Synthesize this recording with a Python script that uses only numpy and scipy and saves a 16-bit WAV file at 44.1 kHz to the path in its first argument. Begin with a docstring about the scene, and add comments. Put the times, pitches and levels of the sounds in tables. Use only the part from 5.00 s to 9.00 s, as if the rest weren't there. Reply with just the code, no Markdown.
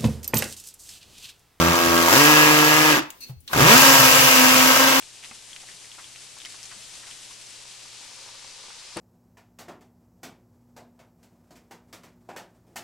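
"""Cola poured over a car battery

Close up, in stereo. For two seconds the stream spatters on the battery and air gulps into the bottle,
while countless tiny bubbles burst. Then the foam settles into a duller hiss and the run-off drums
faintly on a panel below. A low mains hum lies underneath, and at the end something hollow is knocked."""
import sys
import numpy as np
from scipy import signal
from scipy.fft import rfft, irfft
from scipy.io import wavfile
from scipy.ndimage import uniform_filter1d

SR = 44100
rng = np.random.default_rng(int(sys.argv[2]) if len(sys.argv) > 2 else 0)


def store_wav(level_fs):
    """Save 16-bit WAV to argv[1]."""
    pcm = np.round(np.clip(np.atleast_2d(level_fs), -1, 1) * 32767)
    wavfile.write(sys.argv[1], SR, pcm.T.astype(np.int16))


N = 176400


def undb(db):
    """Decibels to amplitude."""
    return 10 ** (np.asarray(db) / 20)


def unit(x):
    """Scale to rms 1."""
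    return x / np.sqrt(np.mean(x ** 2) + 1e-20)


def clock(samples=N):
    """Sample times in seconds."""
    return np.arange(samples) / SR


def over_hz(points):
    """Spread a table of (frequency [Hz], value) over the bins of a spectrum."""
    hz, value = np.array(points, float).T
    bin_hz = np.arange(N // 2 + 1) * SR / N
    return np.interp(np.log(bin_hz + 1), np.log(hz), value)


def colour(x, points):
    """Filter by a table of (frequency [Hz], level [dB]), to rms 1."""
    return unit(irfft(rfft(x) * undb(over_hz(points)), N))


def band(x, hz, width):
    """One resonance, gain 1 at its centre."""
    return signal.lfilter(*signal.iirpeak(hz, hz / min(width, SR / 4), fs=SR), x)


def walk(per_s):
    """A smooth random wander of rms 1."""
    hold = int(SR / per_s)
    steps = np.repeat(rng.standard_normal(N // hold + 1), hold)
    return unit(uniform_filter1d(steps, hold)[:N])


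def add(out, start, sound):
    """Mix a sound in at a time in seconds."""
    i = int(np.clip(start * SR, 0, N - 1))
    out[i:i + len(sound)] += sound[:N - i]


def bubble(hz, cycles, glide=.03):
    """A ring that rises in pitch while it dies by 60 dB over its cycles."""
    age = np.arange(int(cycles / hz * SR) + 2) * hz / SR / cycles
    return np.sin(2 * np.pi * cycles * age * (1 + glide * age)) * np.exp(-np.log(1000) * age)


def burst(hz, width, rise_s, fade_s):
    """A shower of tiny impacts, heard as a quickly fading band of noise."""
    t = clock(SR // 5)
    noise = unit(band(band(rng.standard_normal(len(t)), hz, width), hz, width))
    return noise * (1 - np.exp(-t / rise_s)) * np.exp(-t / fade_s)


def pops(per_s, spread_db):
    """Random impulses, many small and a few large."""
    impulses = (rng.random(N) < per_s / SR) * np.sign(rng.standard_normal(N))
    return unit(impulses * undb(spread_db * rng.standard_normal(N)))


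def widen(shared, apart):
    """Spread a source over both microphones, most alike around 3 kHz."""
    # likeness of left and right (frequency [Hz], correlation [0-1])
    likeness = [(100, 0.12), (600, 0.2), (1500, 0.6), (3000, 0.78), (6000, 0.55), (9000, 0.33),
                (13000, 0.36)]
    alike = over_hz(likeness)
    mid = rfft(shared) * np.sqrt(1 + alike)
    side = rfft(apart) * np.sqrt(1 - alike)
    return irfft(np.array([mid + side, mid - side]), N)


def fizz():
    """Bubbles burst by the thousand: bright and surging in fresh cola, duller and smoother in foam."""
    # course of the fizz (time [s], fresh cola level [dB], settled foam level [dB])
    levels = [(0, -48, -50.5), (.5, -46.5, -58.5), (1.2, -47.5, -52.5), (1.55, -47, -49.5),
              (1.9, -45.5, -51), (2.2, -46.5, -51), (2.55, -48.5, -48.5), (3.0, -49, -46), (3.5, -57, -45),
              (4, -74, -44.5)]
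    # spectrum of bubbles bursting in fresh cola (frequency [Hz], level [dB])
    fresh_spectrum = [(150, -7), (700, -7), (1400, -6.5), (2100, -3.5), (3000, 0), (4200, -1.5), (6000, 0),
                      (8400, -0.5), (10000, -5), (11300, -11), (12300, -17), (13500, -75)]
    # spectrum of bubbles bursting in settled foam (frequency [Hz], level [dB])
    foam_spectrum = [(150, -17), (700, -9), (1600, -8), (2300, -3.5), (3300, -2.5), (5000, 0), (6800, -3.5),
                     (8900, -7.5), (10200, -13.5), (11600, -19.5), (12400, -35), (13500, -60)]
    # fresh cola foams up where it lands (time [s], level against its steady fizz [dB])
    surges = [(.225, 3), (.25, 2), (.35, -3), (0.599, 3.5), (1.02, -15), (1.495, 3), (1.632, -4),
              (1.652, 0), (2.068, 3.5), (2.105, 1)]
    fresh_per_s, foam_per_s, spread_db = 14000, 22000, 3
    rise_s, fade_s, flutter_db, tinkle_db = .00074, .013, .97, -11
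    fresh = colour(widen(pops(fresh_per_s, spread_db), pops(fresh_per_s, spread_db)), fresh_spectrum)
    foam = colour(widen(pops(foam_per_s, spread_db), pops(foam_per_s, spread_db)), foam_spectrum)
    t, surge_power = clock(), np.ones(N)
    swell = (1 - np.exp(-t / rise_s)) * np.exp(-t / fade_s)
    for start, db in surges:
        add(surge_power, start, undb(db) ** 2 * swell)
    at, fresh_db, foam_db = np.array(levels).T
    fresh_gain = undb(np.interp(t, at, fresh_db) + flutter_db * walk(per_s=30))
    foam_gain = undb(np.interp(t, at, foam_db))
    rings = undb(tinkle_db) * np.hypot(fresh_gain, foam_gain) * tinkle()
    return fresh * np.sqrt(surge_power) * fresh_gain + foam * foam_gain + rings


def tinkle():
    """Larger bubbles ring as they burst in clusters of six, scattered between left and right."""
    low_hz, high_hz = 3600, 9500
    clusters_per_s, mean_delay_s, spread_db = 90, .007, 2.2
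    out = np.zeros((2, N))
    for start in rng.random(int(clusters_per_s * N / SR)) * N / SR:
        for delay, pitch, softness, leftward in rng.random((6, 4)):
            hz = low_hz * (high_hz / low_hz) ** pitch
            ring = undb(-spread_db * np.log(softness + .03)) * bubble(hz, cycles=30)
            at = start - mean_delay_s * np.log(1 - delay)
            add(out[0], at, np.sqrt(leftward) * ring)
            add(out[1], at, np.sqrt(1 - leftward) * ring)
    return unit(out)


def background():
    """The tone of the place: a slightly wavering mains hum over faint, dull air noise."""
    # spectrum of the surrounding air (frequency [Hz], level [dB])
    air_spectrum = [(20, 15), (35, 1), (70, 8.5), (180, 4.5), (400, 3.5), (900, 2.5), (2500, -31)]
    hum_hz, hum_db, air_db = 119.6, -69, -63
    air = colour(widen(*rng.standard_normal((2, N))), air_spectrum)
    hum = np.sqrt(2) * np.sin(2 * np.pi * hum_hz * clock()) * (1 + .2 * walk(per_s=5))
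    return undb(air_db) * air + undb(hum_db) * hum


def spatter():
    """Each drop ticks, rings for a few milliseconds and throws a little spray; too small for bass."""
    # drops striking the battery (time [s], level [dB], pitch [Hz], ring length [cycles])
    drops = [(0.0249, -27, 2780, 7.4), (.1714, -36, 2590, 8), (0.229, -33, 2520, 8.8),
             (0.2383, -27, 2880, 11), (0.246, -24, 3240, 10), (.252, -41, 2300, 12), (0.312, -30, 2500, 11),
             (.5309, -30, 3280, 34), (.563, -23.5, 2860, 8.7), (0.567, -33, 2400, 21),
             (0.6882, -32, 1980, 14), (0.847, -37.5, 2080, 12), (0.917, -30, 3260, 18),
             (1.0217, -37, 2600, 8), (1.0433, -31.5, 3320, 24), (1.151, -38.5, 2480, 18),
             (1.16, -28, 2670, 8.2), (1.1902, -38, 4700, 28), (1.3868, -30, 8000, 11),
             (1.4023, -29.5, 3500, 22), (1.41, -36, 3000, 24), (1.418, -29, 3230, 17),
             (1.4506, -24.5, 3050, 18), (1.4538, -28, 4500, 7.7), (1.4578, -32.5, 2080, 12),
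             (1.4578, -24, 4960, 8.4), (1.4634, -32.5, 2100, 18), (1.503, -33, 4640, 32),
             (1.5236, -28.5, 2900, 7.9), (1.5238, -33, 8400, 36), (1.6302, -28, 6040, 21),
             (1.637, -32, 5300, 16), (1.6436, -33, 6200, 20), (1.655, -33, 4300, 15),
             (1.658, -34, 6800, 22), (1.9552, -34, 4550, 22), (2.07, -34, 3700, 17),
             (2.1103, -34, 2880, 18), (2.1129, -28, 3180, 14)]
    tick_db, spray_db = -6.5, -17
    out = np.zeros(N)
    for at, db, hz, cycles in drops:
        add(out, at, undb(db) * bubble(hz, cycles))
        add(out, at, undb(db + tick_db) * bubble(hz=5800, cycles=9.5, glide=0))
        add(out, at, undb(db + spray_db) * burst(hz, width=.7 * hz, rise_s=.0004, fade_s=.0035))
    return signal.sosfilt(signal.butter(2, 1300, "highpass", fs=SR, output="sos"), out)


def splashes():
    """Heavier splashes of cola plop and scatter."""
    # cola landing (time [s], level [dB], centre [Hz], fade [s], width [share of the centre])
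    landings = [(.229, -46.5, 1600, .012, 1.1), (.246, -43.5, 1450, 0.0099, 1.6),
                (.247, -43, 4500, 0.009, 1.1), (0.3119, -40.5, 960, 0.0073, 1.2),
                (.632, -46, 800, 0.0067, 1.1), (.69, -51.5, 1940, .025, .7), (.982, -42, 1000, 0.015, 0.51),
                (0.986, -42, 1600, 0.013, 0.8), (1.368, -45, 1110, 0.008, 0.64),
                (1.542, -44, 1110, 0.0065, 1), (1.653, -40.5, 6400, 0.0054, 0.43),
                (1.713, -41.5, 1700, 0.012, 0.98), (1.722, -47, 1010, 0.018, 0.73),
                (2.031, -47.5, 1500, 0.022, 0.88), (2.071, -46, 1200, 0.019, 1.2),
                (2.308, -48.5, 1040, 0.01, 0.58), (3.704, -41, 1250, 0.0067, 0.7)]
    out = np.zeros(N)
    for at, db, hz, fade_s, width in landings:
        add(out, at, undb(db + 1) * bubble(hz, cycles=7))
        add(out, at, undb(db) * burst(hz, hz * width, rise_s=.0014, fade_s=fade_s))
    return out


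def gulps():
    """Air gulps softly into the bottle, each bubble a low, rising note."""
    # air bubbles entering the bottle (time [s], level [dB], pitch [Hz])
    air_bubbles = [(0.311, -48.5, 228), (0.739, -53.5, 171), (1.338, -59, 141), (1.765, -53, 214)]
    out = np.zeros(N)
    for at, db, hz in air_bubbles:
        add(out, at, undb(db) * bubble(hz, cycles=21, glide=.06))
    return out


def runoff():
    """A dribble drums on a panel below the battery; now and then a fat drip rings it."""
    # resonances of the panel (frequency [Hz], width [Hz], level [dB])
    panel = [(556, 77, -5), (824, 36, -6), (947, 28, -1), (998, 41, -4), (1166, 105, -7), (1440, 95, -11.5)]
    # course of the dribble (time [s], level [dB])
    flow = [(0, -93), (2.5, -67), (2.7, -65), (2.92, -66), (3.03, -60), (3.3, -58.5), (3.6, -60.5),
            (4, -57.5)]
    # single fat drips (time [s], level [dB])
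    drips = [(2.654, -47), (2.856, -49.5), (3.011, -46.5), (3.117, -49), (3.262, -47), (3.29, -48),
             (3.447, -44.5), (3.639, -49.5), (3.684, -44.5)]
    hits = pops(per_s=320, spread_db=2.5)
    dribble = sum(undb(db) * band(hits, hz, width) for hz, width, db in panel)
    out = unit(dribble) * undb(np.interp(clock(), *np.array(flow).T))
    t = clock(SR // 5)
    ring = sum(undb(db) * np.sin(2 * np.pi * hz * t) * np.exp(-np.pi * width * t)
               for hz, width, db in panel)
    for at, db in drips:
        add(out, at, undb(db - 3) * ring)
    return out


def knock():
    """A few quick contacts ring a hollow body, with a rattle and one sharp snap."""
    # contacts within the knock (time [s], level [dB])
    contacts = [(3.9621, -8), (3.9674, -1.5), (3.9703, 3.5), (3.9736, -0.5), (3.9883, -10)]
    # modes of the hollow body (frequency [Hz], level [dB], time to fall 60 dB [s])
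    modes = [(194, 0.5, 0.13), (344, -7.5, 0.07), (485, 2, 0.061), (570, -23, 0.029), (720, -6.5, 0.02),
             (835, -9, 0.02), (1060, -19, .04), (1410, -18, 0.027), (1630, -10, 0.03), (1850, -15, 0.02),
             (2650, -11, 0.016), (4500, -8, 0.018)]
    ring_db, rattle_db, snap_db, snap_at_s = -30.5, -38.5, -20.5, 3.9713
    t, out = clock(SR // 5), np.zeros(N)
    ring = sum(undb(db) * np.sin(2 * np.pi * hz * t) * np.exp(-np.log(1000) * t / t60)
               for hz, db, t60 in modes)
    for at, db in contacts:
        rattle = burst(hz=870, width=1700, rise_s=.0008, fade_s=.018)
        add(out, at, undb(db) * (undb(ring_db) * ring + undb(rattle_db) * rattle))
    out = signal.sosfilt(signal.butter(2, [106, 5000], "bandpass", fs=SR, output="sos"), out)
    add(out, snap_at_s, undb(snap_db) * bubble(hz=8560, cycles=26, glide=0))
    return out


def bay(x):
    """Direct sound and brief, dense reflections from the parts around the battery."""
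    t60_s, build_s, reflections_db = .05, .0037, -10
    t = clock(SR // 6)
    tail = band(rng.standard_normal((2, len(t))), hz=3300, width=6700)
    tail *= np.exp(-np.log(1000) * t / t60_s) * (1 - np.exp(-t / build_s))
    tail /= np.sqrt(np.sum(tail ** 2, axis=1, keepdims=True))
    return x + undb(reflections_db) * signal.fftconvolve(x[None], tail, axes=1)[:, :N]


def lean_left(db):
    """Left and right gains that put the left ahead by so many decibels."""
    return undb(np.array([[.5], [-.5]]) * db)


def scene():
    """Close to the battery: the fizz wide, the pour in the middle, the knock a little to the left."""
    cola = fizz() + bay(spatter() + splashes() + gulps() + runoff())
    return cola + lean_left(db=1.5) * bay(knock()) + background()


def record(dry):
    """The left microphone hears more treble; the top is cut steeply at 13 kHz."""
    # balance of the microphones (frequency [Hz], left over right [dB])
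    balance = [(100, 1), (400, 2), (1500, 1.4), (4000, 2.5), (6000, 2.5), (8500, 6.5), (10500, 3),
               (12000, -1.5)]
    leaned = irfft(rfft(dry) * lean_left(over_hz(balance)), N)
    return signal.sosfilt(signal.ellip(8, .2, 70, 13000, fs=SR, output="sos"), leaned)


dry = scene()
out = record(dry)
store_wav(out)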